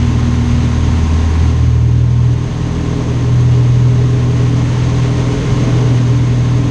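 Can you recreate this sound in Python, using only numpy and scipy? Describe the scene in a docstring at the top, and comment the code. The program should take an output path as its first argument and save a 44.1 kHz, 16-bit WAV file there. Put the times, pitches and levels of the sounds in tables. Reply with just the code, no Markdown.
"""Small plane taking off

Heard in the cockpit, a light plane leaves a grass strip at full throttle. Its four-cylinder engine
and two-blade propeller drone at about forty turns a second, and the firings ring the engine cover.
The frame rumbles, air hisses along the canopy overhead, and the cabin booms in the gusts."""
import sys
import numpy as np
from scipy import signal
from scipy.fft import rfft, irfft
from scipy.io import wavfile

SR = 44100
rng = np.random.default_rng(int(sys.argv[2]) if len(sys.argv) > 2 else 0)


def generate_wav(sig):
    """Save sig (samples, or channels by samples) to the path in sys.argv[1] as 16-bit PCM at SR."""
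    pcm = np.round(np.clip(np.atleast_2d(sig).T, -1, 1) * 32767).astype(np.int16)
    wavfile.write(sys.argv[1], SR, pcm)


N = 295470
TIME = np.arange(N) / SR
HZ = np.fft.rfftfreq(N, 1 / SR)


def from_db(db):
    """Turn decibels into a number to multiply by."""
    return 10 ** (np.asarray(db) / 20)


def unit_power(x):
    """Scale a signal to an average power of 1."""
    return x / np.sqrt(np.mean(x ** 2) + 1e-20)


def curve(rows):
    """Join (time, value) points with straight lines, one value per sample."""
    return np.interp(TIME, *np.transpose(rows))


def swells(rows):
    """Each event rises and falls in a smooth arch; gives one dB curve per lift column."""
    return sum(np.outer(lifts_db, np.cos(np.pi * np.clip((TIME - middle) / length, -.5, .5)) ** 2)
               for middle, length, *lifts_db in rows)


def drift(rate_hz):
    """A random wander of about 1 either way, mostly slower than rate_hz."""
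    return unit_power(irfft(rfft(rng.standard_normal(N)) / (1 + (HZ / rate_hz) ** 2), N))


def resonance(hz, width):
    """How a ringing part answers each frequency: most strongly at its own pitch."""
    return 1j * HZ * width / (hz ** 2 - HZ ** 2 + 1j * HZ * width)


def noise(colour, resonances=()):
    """Noise of power 1, shaped by a colour (its level at each frequency) and lifted at resonances."""
    hz, db = np.transpose(colour)
    gain = from_db(np.interp(np.log(HZ + 1), np.log(hz), db))
    gain /= 1 + (HZ / (2 * hz[-1])) ** 2   # fade away above the last row
    for peak_hz, width, lift_db in resonances:
        gain = gain * (1 + (from_db(lift_db) - 1) * resonance(peak_hz, width))
    return unit_power(irfft(rfft(rng.standard_normal(N)) * gain, N))


# From rolling on the grass (0) to flying speed (1): t/s, share
FLYING_SHARE = [(0, 0), (1.6, 0.07), (2.6, 0.8), (4.2, 1), (6.7, 1)]


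def with_airspeed(roll_db, flying_db):
    """Slide from one level to the other as the plane gathers speed."""
    return roll_db + curve(FLYING_SHARE) * (flying_db - roll_db)


# The rise and fall of the cabin's overall roar: t/s, level/dB
ROAR_LEVEL = [(0, -32.5), (1.0, -32), (1.48, -32.5), (1.75, -37), (2.05, -38), (3.0, -34.0), (3.9, -35.0),
              (4.7, -32.5), (5.6, -31), (6.2, -34.0), (6.7, -33.5)]


def with_roar(roll_db, flying_db, follows):
    """A level that shifts with airspeed and follows a share of the roar's rise and fall."""
    usual_roar_db = -33
    return with_airspeed(roll_db, flying_db) + follows * (curve(ROAR_LEVEL) - usual_roar_db)


# The engine speeds up a little, then eases: t/s, speed/(turns per s)
ENGINE_SPEED = [(0, 39.81), (1.3, 40.02), (2.0, 40.12), (3.1, 40.57), (3.7, 40.68), (4.7, 41.01),
                (5.5, 40.91), (6.2, 40.42), (6.7, 40.5)]


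def engine_turns():
    """Count how many turns the engine's shaft has made so far."""
    return np.cumsum(curve(ENGINE_SPEED)) / SR


def engine_tone(turns, beats):
    """A pure tone of power 1 that vibrates `beats` times for each turn of the shaft."""
    return np.sqrt(2) * np.sin(2 * np.pi * (beats * turns + rng.random()))


# The note of the passing blades, two beats a turn: t/s, level/dB
BLADE_LEVEL = [(0, -14), (0.3, -17.5), (1.1, -11.5), (1.55, -11), (2.2, -16.5), (2.45, -22), (4.3, -22),
               (5.4, -30), (6.7, -23)]
# The main drone, three beats a turn: t/s, level/dB
DRONE_LEVEL = [(0, -15), (0.93, -18), (1.02, -25), (1.32, -27), (1.44, -17.5), (1.85, -10.5), (2.27, -9.5),
               (2.4, -16), (2.77, -24.0), (3.0, -18.5), (3.22, -13.5), (3.33, -9), (3.8, -8.5), (4.45, -13),
               (4.9, -12), (5.45, -17.0), (5.85, -10.5), (6.7, -13)]
# The octave above the drone, six beats a turn: t/s, level/dB
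OCTAVE_LEVEL = [(0, -20.5), (0.5, -20), (1.1, -25.5), (2.1, -36), (3.25, -26.5), (3.6, -46), (4.1, -25.5),
                (5.3, -32), (5.8, -26), (6.7, -27.5)]


def drone(turns, level_db=0.02, slip_cycles=0.14, waver_db=0.57):
    """Blades and exhaust make bass tones that slip against each other, so the throb keeps changing."""
    four_beat_db = with_airspeed(roll_db=-29.5, flying_db=-24.5 + .65 * drone_lull())
    levels = {2: curve(BLADE_LEVEL), 3: curve(DRONE_LEVEL), 4: four_beat_db, 6: curve(OCTAVE_LEVEL)}
    sound = np.zeros(N)
    for beats, db in levels.items():
        gain = from_db(db + level_db + waver_db * drift(4))
        sound += gain * engine_tone(turns + slip_cycles / beats * drift(0.24), beats)
    return sound


def drone_lull(usual_db=-14):
    """How many dB the main drone lies below its usual level."""
    return usual_db - curve(DRONE_LEVEL)


# Weaker tones (half beats come from unequal cylinders): beats a turn, rolling level/dB, flying level/dB
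WEAK_TONES = [(1, -31, -27.5), (3 / 2, -32, -35.5), (5 / 2, -35.5, -47), (7 / 2, -40, -32.5),
              (9 / 2, -36, -42), (5, -31, -36.5), (7, -41, -30.5), (8, -44, -42.5), (9, -44.5, -47.5),
              (10, -46, -37.5), (12, -59, -53), (13, -48, -56), (16, -51.5, -48), (45 / 2, -44.5, -57),
              (53 / 2, -47, -51.5)]


def weak_engine_tones(turns, level_db=-0.05, waver_db=1.5, slip_turns=.006):
    """The engine's weaker tones change their balance with airspeed and waver in the rough air."""
    sound = np.zeros(N)
    for beats, roll_db, flying_db in WEAK_TONES:
        gain = from_db(with_roar(roll_db, flying_db, follows=.4) + level_db + waver_db * drift(3))
        sound += gain * engine_tone(turns + slip_turns * drift(4), beats)
    return sound


# The four cylinders in the order they fire: relative level/dB, delay/ms
FIRINGS = [(1, -0.033), (-8.5, 0.18), (4, -0.3), (2.5, 0.64)]
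# Where the engine cover's panels ring: f/Hz, width/Hz, relative level/dB
COVER_RESONANCES = [(753, 40, -5), (911, 40, -2.5), (940, 40, 0), (1068, 36, -2.5), (1215, 70, -16.5),
                    (1770, 420, -20)]


def engine_cover(turns, uneven_db=2.0, jitter_ms=.04):
    """Two firings a turn, each with its own strength and delay, ring the panels over the engine."""
    due = np.flatnonzero(np.diff(np.floor(2 * turns)))
    firing_db, delay_ms = np.array(FIRINGS)[np.arange(len(due)) % len(FIRINGS)].T
    time_scatter, level_scatter = rng.standard_normal((len(due), 2)).T
    fired = due + np.round((delay_ms + jitter_ms * time_scatter) * SR / 1000).astype(int)
    pulses = np.zeros(N)
    pulses[np.clip(fired, 0, N - 1)] = from_db(firing_db + uneven_db * level_scatter)
    panels = sum((-1) ** k * from_db(db) * resonance(hz, width)
                 for k, (hz, width, db) in enumerate(COVER_RESONANCES))
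    ring_db = with_roar(roll_db=-37.5, flying_db=-39.5, follows=.8) + 0.18 * drone_lull()
    return from_db(ring_db) * unit_power(irfft(rfft(pulses) * panels, N))


# The frame's rumbling shake: f/Hz, relative level/dB
SHAKE_NOISE = [(15, -41), (45, -17.5), (58, -12.5), (80, -2.5), (105, -1), (140, -1), (165, -6.5),
               (200, -6.5), (222, -4), (240, -6.5), (280, -9), (320, -13), (350, -21.5), (700, -46)]
# Its deeper heave: f/Hz, relative level/dB
HEAVE_NOISE = [(10, -38), (20, -10), (30, -1.5), (48, 1.5), (65, -3.5), (100, -23), (200, -59)]
# Bumps that jolt the frame: middle t/s, length/s, lift/dB
BUMP_SWELLS = [(0.46, .36, 5), (0.95, .3, 8), (5.55, 0.84, 7)]


def frame_rumble(turns, pulse_db=0.84, bump_share=0.12):
    """The frame shakes, pulsing once every two engine turns, and heaves over the bumps."""
    bump_db, = swells(BUMP_SWELLS)
    shake_db = with_roar(roll_db=-21.0, flying_db=-21.5, follows=0.57) + bump_share * bump_db
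    shake_db += pulse_db * engine_tone(turns, beats=1 / 2)
    heave_db = with_roar(roll_db=-32.0, flying_db=-37.0, follows=1.3) + bump_db
    return from_db(shake_db) * noise(SHAKE_NOISE) + from_db(heave_db) * noise(HEAVE_NOISE)


# Air rushing past: f/Hz, relative level/dB
AIR_NOISE = [(300, -6), (690, -2), (780, 2), (1050, 2.5), (1300, 0), (1600, -1.5), (2100, -2.5), (3300, -4),
             (5400, -10.5), (6400, -11), (7100, -14.5), (9000, -21.5), (10200, -32), (11200, -36)]
# Whistles at the canopy's seams: f/Hz, width/Hz, lift/dB
SEAM_WHISTLES = [(1064, 22, 7.3), (1887, 130, 2.1), (2143, 59, 3.5), (2870, 24, 3.3), (6040, 300, 3.4),
                 (6425, 244, 7.25), (10950, 650, 4.3)]


def rushing_air(turns, throb_db=0.17, flutter_db=0.5):
    """Air hisses along the canopy and whistles at its seams, throbbing slightly with the engine."""
    throb = engine_tone(turns, beats=2) + engine_tone(turns, beats=3)
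    hiss_db = with_roar(roll_db=-31.0, flying_db=-30.5, follows=1.1) + throb_db * throb
    return noise(AIR_NOISE, SEAM_WHISTLES) * from_db(hiss_db + flutter_db * drift(25))


# The cabin's hollow boom: f/Hz, relative level/dB
BOOM_NOISE = [(150, -30), (240, -12.5), (272, 3), (315, 0.5), (345, -7.5), (385, -2.5), (440, -1.5),
              (500, -7), (590, -9), (655, -8.5), (690, -16.5), (900, -18), (1300, -24), (3000, -47.5)]
# Where the cabin rings: f/Hz, width/Hz, lift/dB
CABIN_RESONANCES = [(288.5, 26, 2.5), (410, 24, 3)]
# Gusts of wind: middle t/s, length/s, boom lift/dB, hum lift/dB
GUST_SWELLS = [(3.0, 0.63, 3, 3.5), (4.02, .45, 0, 6.5), (5.3, .5, 2, 4.5), (5.75, .6, 5, 7.5),
               (6.68, 0.34, 1.5, 0)]


def cabin(hum_hz=412.3, wander_hz=4.0, waver_db=0.5):
    """The cabin booms and keeps humming on one unsteady note; both grow with airspeed and in gusts."""
    gust_boom_db, gust_hum_db = swells(GUST_SWELLS)
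    boom_db = with_roar(roll_db=-30.0, flying_db=-26.0, follows=.85) + gust_boom_db
    boom = from_db(boom_db) * noise(BOOM_NOISE, CABIN_RESONANCES)
    hum_db = with_roar(roll_db=-37, flying_db=-35.5, follows=.6) + gust_hum_db
    cycles = np.cumsum(hum_hz + wander_hz * drift(9.87)) / SR
    hum = from_db(hum_db - waver_db * drift(7.8)) * np.sqrt(2) * np.sin(2 * np.pi * cycles)
    return boom + hum


def scene():
    """The engine, cabin, air and frame all sound from start to end, mixed into one channel."""
    turns = engine_turns()
    engine = drone(turns) + weak_engine_tones(turns) + engine_cover(turns)
    return (engine + cabin() + rushing_air(turns) + frame_rumble(turns))[None]


def record(dry):
    """Round off the loudest peaks and steeply cut the highest treble."""
    ceiling, hardness, cutoff_hz = .92, 8, 11600
    rounded = dry / (1 + (dry / ceiling) ** hardness) ** (1 / hardness)
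    treble_cut = signal.ellip(8, .2, 80, cutoff_hz, fs=SR, output="sos")
    return signal.sosfilt(treble_cut, rounded)


dry = scene()
out = record(dry)
generate_wav(out)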